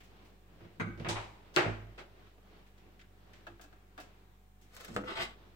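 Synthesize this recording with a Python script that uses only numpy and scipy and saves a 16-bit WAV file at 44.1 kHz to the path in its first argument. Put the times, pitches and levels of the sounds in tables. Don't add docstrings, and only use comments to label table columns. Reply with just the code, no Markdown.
import sys
import numpy as np
from scipy import signal
from scipy.fft import rfft, irfft, next_fast_len
from scipy.io import wavfile
from scipy.ndimage import uniform_filter1d, map_coordinates

SR = 44100
rng = np.random.default_rng(int(sys.argv[2]) if len(sys.argv) > 2 else 0)


def voltage_ratio(level):
    return 10 ** (np.asarray(level, float) / 20)


def unload_audio(sound):
    columns = np.transpose(np.atleast_2d(sound))
    steps = np.round(np.clip(columns, -1, 1) * 32767)
    wavfile.write(sys.argv[1], SR, steps.astype(np.int16))


N = 244755

# t/s, peak level/dB, brightness/dB, share of room decay (0-1)
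JUG_HITS = [
    (0.7975, -28.5, 6, 0.01),
    (0.802, -26, 5, 0.35),
    (0.86, -35, 3, 1),
    (0.899, -43.5, -2, 1),
]
# f/Hz, level/dB per Hz
JUG = [(71, -32), (120, -14), (188, 1.5), (255, -9.5), (353, -15), (450, -12.5), (899, -16.5), (1590, -6.5),
       (1760, -22), (2070, -9.5), (2920, -29), (3810, -31), (5490, -48), (6330, -44), (15500, -62)]
# f/Hz, level/dB, t60/s
JUG_RING = [(504, -15, 0.12), (824, -6.5, 0.076), (1275, -0.5, 0.35), (1521, -3, 0.6), (1935, -4, 0.12),
            (2252, -9.5, 0.58), (3843, -13.5, 0.15), (6400, -20, 0.12), (6900, -28, 0.098),
            (6540, -22, 0.096)]


def jug():
    return contacts(JUG_HITS, JUG, JUG_RING, ring_db=-43.5, wet_db=6.0, level_db=14.5, pan_db=13.0,
                    order=-8, soft_s=0.004, sag=0.44, heavy=0.057)


# start t/s, end t/s, first f/Hz, last f/Hz, level/dB
ROCK = (0.85, 0.915, 165, 330, -39)


def rocking():
    start, end, low_hz, high_hz, db = ROCK
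    u = np.linspace(0, 1, round((end - start) * SR))
    pitch_hz = low_hz * (high_hz / low_hz) ** u ** 1.4
    envelope = np.sin(np.pi * u ** 0.7) * voltage_ratio(2.5 * np.cos(2 * np.pi * 2.6 * u))
    note = envelope * np.sin(2 * np.pi * np.cumsum(pitch_hz) / SR)
    out = np.zeros((2, N))
    add(out, voltage_ratio(db) * note * np.ones((2, 1)), start)
    return out


# t/s, peak level/dB, brightness/dB, share of room decay (0-1)
RATTLE = [
    (1.086, -24.5, -1, 0.52),
    (1.104, -30.5, -9.5, 1),
    (1.229, -49.5, -7, 0.79),
    (1.439, -56.5, -13.5, 0.94),
]
# t/s, peak level/dB, brightness/dB, share of room decay (0-1)
CLUMP = [
    (1.156, -29.5, -26, 0.4),
    (1.166, -40.5, -23, 0.36),
    (1.189, -37.5, -14.5, 0.69),
    (1.205, -42, -17, 0.8),
]
# f/Hz, level/dB per Hz
CLATTER = [(71, -0.5), (120, 0.5), (166, -6), (260, -6), (360, 2), (423, -6.5), (829, 1.5), (1490, -7),
           (3660, -6), (8080, -11.5), (15500, -35)]
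# f/Hz, level/dB, t60/s
GLASS_RING = [(970, -2, 1), (3905, 0.5, .4), (635, 2.5, 0.26)]
# f/Hz, level/dB, t60/s
CLUMP_RING = [(841, -0.5, 0.3), (1080, -5.5, 0.12), (610, -5, 0.12)]


def rattle():
    first = contacts(RATTLE, CLATTER, GLASS_RING, ring_db=-49.0, wet_db=12.5, level_db=8.0, pan_db=10.0,
                     order=-10, soft_s=0.0038, sag=-.05, heavy=0.17)
    second = contacts(CLUMP, CLATTER, CLUMP_RING, ring_db=-38, wet_db=13, level_db=8.0, pan_db=9.0,
                      order=-10, soft_s=0.0059, sag=-.05, heavy=0.17)
    return first + second


# t/s, peak level/dB, brightness/dB, share of room decay (0-1)
SLAM = [
    (1.538, -46, 14.5, 0.95),
    (1.562, -17.5, -2.5, 0.65),
    (1.653, -31, -39, 0.3),
    (1.977, -45.5, 1.5, 0.19),
    (1.986, -45, 0.5, 0.39),
]
# f/Hz, level/dB per Hz
DOOR = [(71, -60.5), (120, -16.5), (166, -14.5), (235, -31), (339, -6.5), (450, -14.5), (649, -12),
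        (1120, -15.5), (1450, -14.5), (2590, -17), (8250, -39), (9910, -49), (15500, -45.5)]
# f/Hz, level/dB, t60/s
DOOR_RING = [(400, -6, 0.3), (635, 8, 0.25), (685, 4, 0.25), (845, 9, 0.1), (1420, 4, 0.25),
             (1599, 2, 0.25), (1911, -5, 0.2), (2153, -4, 0.2), (2304, -1, 0.25), (2379, -1, 0.3),
             (2590, -5, 0.2), (2907, -3, 0.15)]


def door():
    return contacts(SLAM, DOOR, DOOR_RING, ring_db=-52.0, wet_db=12.5, level_db=12.5, pan_db=4.5,
                    order=-15, soft_s=0.0046, sag=0.061, heavy=-0.24)


# t/s, peak level/dB, t60/s
LATCH = (1.5627, -11.5, .004)
# f/Hz, level/dB per Hz
CATCH = [(900, -28.5), (2600, 2.5), (3600, -2.5), (8300, -11.5), (10000, -30), (15500, -26)]


def latch():
    out, t = np.zeros((2, N)), np.arange(SR // 50) / SR
    s, db, t60 = LATCH
    crack = rng.standard_normal(len(t)) * voltage_ratio(-60 * t / t60) * (1 - np.exp(-t / 0.0009))
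    crack = np.convolve(crack, causal(lambda hz: along(CATCH, hz))[:512])
    crack /= np.max(np.abs(crack))
    add(out, voltage_ratio(db) * crack * voltage_ratio([[0], [-11]]), s)
    return out


# (drive of modes 2-4, level/dB), then rows of t/s, first mode level/dB, last mode level/dB
THUDS = [
    ((-6.5, -7.5, -0.5), [(0.974, -39, -0.5), (1.984, -58, 3), (3.468, -56.5, 10), (4.951, -47.5, 9)]),
    ((-10.5, -27, -23), [(0.603, -49, -1), (0.859, -38.5, -0.5)]),
    ((-10, -2, -1.7), [(1.65, -29, -5)]),
    ((-24.5, 5, -8.5), [(0.8, -35, -5.5), (1.065, -35, 0.5), (1.564, -42, 19.5)]),
    ((0.82, 12.3, 10.2), [(4.886, -49.5, 5), (5.199, -54.5, 2.5)]),
]
# f/Hz, t60/s, build-up/s
CABINET = [(106.26, 0.72, 0.015), (49.3, 1, 0.02), (166.3, 0.22, 0.017), (230, 0.39, 0.016),
           (342.5, 0.42, 0.012)]


def thuds():
    out, t = np.zeros((2, N)), np.arange(SR * 9 // 10) / SR
    size = np.array([[1], [.4], [.3]])
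    for (floor, panel, shelf), rows in THUDS:
        for s, db, last in rows:
            for (hz, t60, build_s), strike_db in zip(CABINET, [0, floor, panel, shelf, last]):
                detune = 1 + 0.035 * rng.standard_normal((3, 1))
                detune[0] = 1
                ring = voltage_ratio(db + strike_db - 5 - 60 * t / t60) * (1 - np.exp(-t / build_s)) ** 2
                skews = hz / 700 * rng.standard_normal((2, 3, 1))
                for port, skew in enumerate(skews):
                    cluster = np.sum(size * np.sin(2 * np.pi * hz * detune * t + skew), axis=0)
                    add(out[port:port + 1], (ring * cluster)[None], s)
    return out


# t/s, peak level/dB, brightness/dB, share of room decay (0-1)
GRABS = [
    (4.881, -37.5, 11, 0),
    (4.899, -42, 2, 0.15),
    (4.928, -40.5, 12, 0.4),
    (4.945, -41, 21, 0.15),
]
# f/Hz, level/dB, t60/s
GRAB_RING = [(207, 4, 0.3), (300, -1, 0.12), (476, -12, 0.068)]
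# t/s, peak level/dB, brightness/dB, share of room decay (0-1)
TRAY_HITS = [
    (4.9635, -20.5, -0.5, 0.24),
    (5.011, -36, -20, 1),
    (5.037, -33.5, -17.5, 0.33),
]
# f/Hz, level/dB per Hz
STEEL = [(88, -17), (150, -16.5), (519, 0.5), (877, -7.5), (1290, -6), (3100, -19.5), (4750, -27.5),
         (6600, -35), (7710, -26.5), (10500, -49), (15500, -40)]
# f/Hz, level/dB, t60/s
TRAY_RING = [(202.7, -3.5, 0.33), (297.6, 3.5, 0.18), (377, -13, 0.2), (504, -0.5, 0.32), (735, -2, 0.029),
             (1297, 3.5, 0.079), (1430, -11, 0.28), (2770, -19, 0.3)]
# t/s, peak level/dB, brightness/dB, share of room decay (0-1)
SKIDS = [
    (5.085, -34, 0, 0.07),
    (5.108, -34.5, 0, 0.07),
    (5.184, -36.5, -6, 0.07),
    (5.224, -47, 0, 0.07),
]
# f/Hz, level/dB per Hz
SKID = [(120, -29), (380, 2), (700, -9), (2000, -37), (15500, -74)]
# f/Hz, level/dB, t60/s
SKID_RING = [(388, -1.5, 0.085)]


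def tray_knocks():
    out = contacts(TRAY_HITS, STEEL, TRAY_RING, ring_db=-37.5, wet_db=0.5, level_db=13.0, pan_db=1,
                   order=7, soft_s=0.0014, sag=0.57, heavy=0.13)
    out += contacts(SKIDS, SKID, SKID_RING, ring_db=-16.5, wet_db=3, level_db=10.0, pan_db=-3,
                    order=7, soft_s=0.0029, sag=0, heavy=0)
    out += contacts(GRABS, STEEL, GRAB_RING, ring_db=-31, wet_db=5.0, level_db=8.5, pan_db=-2.0,
                    order=7, soft_s=0.0028, sag=-0.18, heavy=0.12)
    return out


# t/s, scrape level/dB, brightness/dB, share of tray off the hob (0-1)
DRAG = [(5.045, -68, -23, 0), (5.075, -41, -23, 0), (5.105, -42.5, -19.5, 0.02), (5.148, -52.5, -23, 0.4),
        (5.165, -41.5, -21, 0.9), (5.195, -37, -23.5, 0.95), (5.228, -39, -9, 1), (5.27, -53.5, -18, 0.98),
        (5.34, -64, -19, 1)]
# f/Hz, level/dB per Hz
SLIDE = [(100, -16), (200, -19), (400, -7.5), (900, -6), (2000, -8.5), (3200, -8.5), (5000, -18.5),
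         (6500, -29.5), (8000, -25.5), (9500, -37.5), (15500, -38.5)]
# f/Hz, width/Hz, level/dB
TRAY_ON = [(996, 40, -5), (1290, 90, 5), (2070, 70, -10), (2720, 50, -4), (3050, 31, -8), (3730, 33, -13),
           (5060, 41, -19), (5900, 80, -12), (6550, 32, -28)]
# f/Hz, width/Hz, level/dB
TRAY_OFF = [(1185, 50, -5), (1780, 27, -1), (2054, 64, -4), (2210, 31, -1), (2490, 24, -13),
            (3240, 62, -21), (3860, 42, -7), (4180, 72, -10), (4800, 50, -3), (7600, 170, -15)]


def tray():
    s, _, top_db, off = np.transpose(DRAG)
    t = np.arange(N) / SR
    top_db, off = np.interp(t, s, top_db), np.interp(t, s, off)
    slips = grains(rate=5200, spread_db=0.8) * voltage_ratio(2.2 * wobble(160))
    slips = signal.fftconvolve(slips, causal(lambda hz: along(SLIDE, hz)))[:N]
    on = unit(filtered(slips, resonances(TRAY_ON, plain=0.29)))
    free = unit(filtered(slips, resonances(TRAY_OFF, plain=0.4)))
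    slips = np.sqrt(1 - off) * on + np.sqrt(off) * free
    low = unit(filtered(slips, lambda hz: 1 / (1 + (hz / 5200) ** 4)))
    high = unit(filtered(slips, lambda hz: 1 - 1 / (1 + (hz / 5000) ** 4)))
    scrape = curve(DRAG) * (low + voltage_ratio(top_db) * high)
    space = room(share=0.22, wet_db=1.5, lag=-6, soft=0.0029)
    return voltage_ratio(-3.5) * signal.fftconvolve(scrape[None], space, axes=1)[:, :N]


# t/s, crackle level/dB
GRIP = [
    (4.762, -57),
    (4.829, -59.5),
    (4.91, -65),
    (4.99, -68.5),
]
# t/s, peak level/dB
SNAPS = [
    (4.7341, -65),
    (4.7478, -50.5),
    (4.809, -50.5),
    (4.847, -44.5),
    (4.944, -57),
]
# f/Hz, level/dB per Hz
PAPER = [(240, -14), (450, -2.5), (900, -11), (1500, -4), (2300, -8), (3400, -9.5), (8300, -17),
         (9700, -23), (12500, -18.5), (15800, -18)]


def paper():
    effort = sum(swell(s, db, rise_db_s=412, fall_db_s=135.5) for s, db in GRIP)
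    crackle = effort * unit(grains(rate=3600, spread_db=1.0) * voltage_ratio(4.3 * wobble(70))) * voltage_ratio(3.0)
    crackle = signal.fftconvolve(crackle, causal(lambda hz: along(PAPER, hz)))[:N]
    snap_colour = [(2500, -44.0), (9000, -6), (13000, 8), (15800, 3.5), (17000, -45)]  # f/Hz, level/dB
    snap = causal(lambda hz: along(snap_colour, hz))
    for s, db in SNAPS:
        crackle[round(s * SR):][:len(snap)] += voltage_ratio(db + 14.5) * snap
    space = room(share=0.067, wet_db=3.0, lag=-6)
    return voltage_ratio(-2.0) * signal.fftconvolve(crackle[None], space, axes=1)[:, :N]


# t/s, peak level/dB, brightness/dB, share of room decay (0-1)
CREASES = [
    (4.751, -42, 10, 0.1),
    (4.7653, -33, 1.5, 0.15),
    (4.8094, -45.5, 7, 0.15),
    (4.8474, -32.5, 2, 0.091),
    (4.8793, -55, 19, 0.24),
]


def creases():
    return contacts(CREASES, PAPER, [], ring_db=0, wet_db=8.0, level_db=0, pan_db=5.0,
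                    order=-6, soft_s=0.0015, sag=0.99, heavy=.1)


# t/s, peak level/dB, brightness/dB, share of room decay (0-1)
NUDGES = [(0.606, -47, 6, 0.52), (0.643, -47.5, 6.5, 0.37), (0.76, -52, 14, 0.74), (0.976, -40, 12.5, 0.92),
          (0.998, -34.5, 9.5, 1), (1.047, -30.5, -2, 0.56), (1.065, -33, -4.5, 0.18), (2.379, -56, 2, 0.11)]
# f/Hz, level/dB per Hz
DULL = [(88, -35.5), (150, -3.5), (268, -19.5), (396, -9), (550, -10), (2700, -16.5), (3220, -23),
        (8170, -49.5), (9540, -53.5), (15500, -63.5)]


def nudges():
    return contacts(NUDGES, DULL, [], ring_db=0, wet_db=12.5, level_db=7.5, pan_db=-8.0,
                    order=-10, soft_s=0.0012, sag=0.35, heavy=1.0)


# t/s, peak level/dB, brightness/dB, share of room decay (0-1)
TAPS = [(3.468, -36.5, -2, 0.25), (3.509, -53, 1.5, 0.55), (3.596, -44.5, -12, 0.46),
        (3.639, -49, 14, 0.28), (3.727, -50.5, 1, 0.18), (3.978, -38, 3, 0.28), (3.988, -40, -2, 0.48)]
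# f/Hz, level/dB per Hz
TAPPED = [(120, -28.5), (200, -7), (506, -4), (742, 6), (974, -1.5), (1620, 2), (1950, -8.5), (3550, -10),
          (5590, -21), (7760, -24.5), (9830, -35), (15500, -29)]
# f/Hz, level/dB, t60/s
TAP_RING = [(300, 0, 0.091), (753, -5, 0.094), (1382, 0, 0.056), (1646, 2.5, 0.071), (2633, 0, 0.055)]


def taps():
    return contacts(TAPS, TAPPED, TAP_RING, ring_db=-33.0, wet_db=10.5, level_db=6.0, pan_db=8.0,
                    order=-10, soft_s=0.0012, sag=0.44, heavy=0.13)


# t/s, peak level/dB, brightness/dB, share of room decay (0-1)
RUSTLES = [(2.255, -63.5, -3.5, 0.55), (2.47, -78, 1, 0.6), (2.56, -70, 2, 0.7), (2.775, -62.5, 3, 0.2),
           (2.8, -69, 2, 0), (2.991, -56.5, -4, 0.18), (3.011, -57.5, -0.5, 0.1), (3.035, -64, -10, 0.2),
           (3.332, -56, 1.5, 0.13), (3.35, -57, 1, 1)]
# f/Hz, level/dB per Hz
RUSTLE = [(300, -25), (1200, -10), (1550, 1.5), (3100, -1.5), (4500, -8), (7500, -14.5), (10600, -27.5),
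          (15500, -23.5)]


def rustles():
    return contacts(RUSTLES, RUSTLE, [], ring_db=0, wet_db=13.0, level_db=10.0, pan_db=6.0,
                    order=-10, soft_s=0.004, sag=0.05, heavy=0.05)


# t/s, peak level/dB, brightness/dB, share of room decay (0-1)
TICKS = [(0.004, -57.5, -3.5, 0.36), (0.036, -60, 4, 1), (0.249, -63, 3, 1), (2.663, -64, -2, 1),
         (3.612, -54, 10.5, 0.3), (4.001, -51, 5.5, 0.43), (4.614, -61, 10, 1)]
# f/Hz, level/dB per Hz
SMALL = [(120, -45), (200, -11), (554, -5.5), (842, -10), (974, -9), (2470, -2.5), (2700, -2), (4330, -11),
         (7350, -15.5), (10600, -23.5), (15500, -18)]


def ticks():
    return contacts(TICKS, SMALL, [], ring_db=0, wet_db=14.5, level_db=11.5, pan_db=9.0,
                    order=-10, soft_s=0.0017, sag=-0.31, heavy=-0.34)


# multiple of shaft rate, rms level/dB
HUM = [(1, -63.5), (2, -70.5), (3, -82), (4, -75.5), (6, -95), (8, -99), (15.12, -81)]


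def fridge():
    shaft_hz = 49.03
    turns = 2 * np.pi * shaft_hz * np.arange(N) / SR + 0.25 * wobble(2.2)
    hum = np.zeros(N)
    for k, db in HUM:
        level = np.sqrt(2) * voltage_ratio(db + 0.09 * k ** 0.47 * wobble(4.7))
        hum += level * np.sin(k * turns + 0.48 * k * k)
    return hum


# t/s, level/dB
STIR = [(0, -67.5), (.3, -67.5), (.55, -68), (1.45, -63), (2.1, -65), (2.35, -67.5), (2.6, -65.5),
        (2.85, -68), (3.15, -68.5), (3.4, -65.5), (3.85, -69.5), (4.2, -68.5), (4.55, -70.5), (5.4, -64.5),
        (5.55, -69.5)]
# f/Hz, level/dB per Hz
AIR = [(44, -37), (75, -5), (135, -12), (178, -8), (247, -14), (413, -10), (487, -17), (665, -17),
       (729, -18.5), (1090, -19.5), (3460, -27), (3720, -28), (6000, -38), (7800, -65), (13200, -120)]
# f/Hz, level/dB per Hz
HISS = [(2350, 2.5), (4000, -18.5), (5550, -0.5), (7070, 3), (7660, 1.5), (11100, -3.5), (14600, 4),
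        (15800, 2)]


def air():
    z = signal.stft(rng.standard_normal((2, N)), nperseg=512)[2]
    patches = uniform_filter1d(rng.standard_normal(z.shape[1:]), size=6, axis=0)
    patches = uniform_filter1d(patches, size=14, axis=1)
    noise = diffuse(signal.istft(z * voltage_ratio(.9 * unit(patches)), nperseg=512)[1][:, :N])
    low = unit(filtered(noise, lambda hz: voltage_ratio(along(AIR, hz))))
    hiss = unit(filtered(rng.standard_normal((2, N)), lambda hz: voltage_ratio(along(HISS, hz)) * (hz < 15830)))
    return voltage_ratio(3) * curve(STIR) * voltage_ratio(2.1 * wobble(6.67)) * low + voltage_ratio(-78.0) * hiss


def contacts(rows, colour, modes, ring_db, wet_db, level_db, pan_db, order, soft_s, sag, heavy):
    longest_s = max([row[2] for row in modes] + [0])
    out, t = np.zeros((2, N)), np.arange(round(SR * np.clip(.7 * longest_s, .1, .5))) / SR
    hardest_db = max(row[1] for row in rows)
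    for s, db, top_db, share in rows:
        lost_db = hardest_db - db
        tilt = [(350, sag * lost_db + heavy * top_db), (900, 0.024), (2500, 0), (6000, top_db)]
        blow = causal(lambda hz: along(colour, hz) + along(tilt, hz))
        blow = np.pad(blow, (0, len(t)))[:len(t)]
        for hz, mode_db, t60 in modes:
            mode_db = mode_db + along(tilt, hz) + ring_db + rng.normal(0, 1.9)
            size = voltage_ratio(mode_db - 60 * t / min(t60, .9))
            blow += size * (1 - np.exp(-t / 0.0013)) * np.sin(2 * np.pi * hz * t)
        soft = soft_s * voltage_ratio(0.2 * lost_db)
        space = room(max(share, .1), wet_db, order, soft, pan_db)
        add(out, voltage_ratio(db + level_db) * signal.fftconvolve(blow[None], space, axes=1), s)
    return out


# f/Hz, t60/s
ROOM = [(100, 1), (400, 0.86), (1500, 0.83), (4000, 0.68), (8000, 0.71), (14000, 0.31)]
# t/s, level/dB
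COUNTER = [
    (0, -6.5),
    (.0005, 5),
    (.0011, 0.5),
    (.0019, -2),
]


def room(share, wet_db, lag, soft=0.0044, pan_db=2):
    span = round(.75 * share * SR) + 2048
    noise = rng.standard_normal((3, span))
    hz, t, z = signal.stft(noise[:2], SR, nperseg=256)
    decay = voltage_ratio(-60 * t / (share * along(ROOM, hz)[:, None]))
    tail = signal.istft(z * decay, SR, nperseg=256)[1][:, :span]
    t = np.arange(span) / SR
    walls = 1 + 1.07 * np.exp(-t / 0.039) * voltage_ratio(5.2 * noise[2])
    tail = diffuse(tail * walls) * (1 - np.exp(-t / soft))
    tail *= voltage_ratio(wet_db) / np.linalg.norm(tail[0])
    front = voltage_ratio(np.clip(pan_db, -9, 9) * np.array([.5, -.5]))
    front /= 1 + (soft / 0.0022) ** 2
    arrival = np.array([max(lag, 0), max(-lag, 0)])
    for s, db in COUNTER:
        at = arrival + round(s * SR)
        tail[[0, 1], at] += 1.105 * voltage_ratio(db) * front
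        tail[[0, 1], at + 1] -= 0.22 * voltage_ratio(db) * front
    return tail


# f/Hz, likeness (-1 to 1)
ALIKE = [(60, 1), (130, 0.5), (290, 0.92), (640, 0.32), (1410, -0.15), (3100, 0.034), (6820, -0.052),
         (15000, -0.11)]


def diffuse(pair):
    turn = lambda hz: np.arccos(np.clip(along(ALIKE, hz), -1, 1)) / 2
    mid, side = filtered(pair, lambda hz: np.array([np.cos(turn(hz)), np.sin(turn(hz))]))
    return np.array([mid + side, mid - side])


def resonances(peaks, plain):
    def response(f):
        total = plain
        for k, (centre, width, db) in enumerate(peaks):
            damping = 1j * f * width
            total = total + (-1) ** k * voltage_ratio(db) * damping / (centre * centre - f * f + damping)
        return total
    return response


def grains(rate, spread_db):
    slips = (rng.random(N) < rate / SR) * rng.standard_normal(N)
    return unit(slips * voltage_ratio(spread_db * rng.exponential(size=N)))


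def swell(s, db, rise_db_s, fall_db_s):
    late = np.arange(N) / SR - s
    return voltage_ratio(db - np.where(late < 0, -rise_db_s * late, fall_db_s * late))


def wobble(rate):
    return map_coordinates(rng.standard_normal(int(N * rate / SR) + 4), [np.arange(N) * rate / SR])


def causal(db_of):
    ceps = irfft(np.log(voltage_ratio(db_of(np.fft.rfftfreq(4096, 1 / SR))) + 1e-6))
    ceps[1:2048] *= 2
    ceps[2049:] = 0
    pulse = irfft(np.exp(rfft(ceps)))
    return pulse / np.linalg.norm(pulse)


def filtered(x, response):
    m = next_fast_len(x.shape[-1] + 8192)
    return irfft(rfft(x, m) * response(np.fft.rfftfreq(m, 1 / SR)), m)[..., :x.shape[-1]]


def along(points, hz):
    f, v = np.transpose(points)
    return np.interp(np.log(hz + 1), np.log(f + 1), v)


def curve(rows):
    columns = np.transpose(rows)
    return voltage_ratio(np.interp(np.arange(N) / SR, columns[0], columns[1], -150, -150))


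def unit(x):
    return x / np.sqrt(np.mean(x ** 2) + 1e-20)


def add(out, sound, s):
    at = round(s * SR)
    out[:, at:at + sound.shape[1]] += sound[:, :N - at]


def scene():
    far = jug() + rocking() + rattle() + door() + latch() + thuds()
    far += nudges() + taps() + rustles() + ticks()
    near = tray_knocks() + tray() + paper() + creases()
    near = filtered(near, lambda hz: hz < 15830)
    return far + near + fridge() + air()


def band_limit(x):
    return signal.sosfilt(signal.butter(12, 16640, fs=SR, output="sos"), x)


# f/Hz, left minus right level/dB
PORTS = [(60, -1.5), (110, -4), (200, -0.5), (380, -2), (700, 0.5), (1290, 1), (2380, 2), (4400, -4),
         (8120, 3), (15000, 1.5)]


def record(dry):
    tilt = np.array([[.5], [-.5]])
    ports = filtered(dry, lambda hz: voltage_ratio(along(PORTS, hz) * tilt) * (hz < 16600))
    mix = ports - .0005
    return band_limit(mix)


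dry = scene()
out = record(dry)
unload_audio(out)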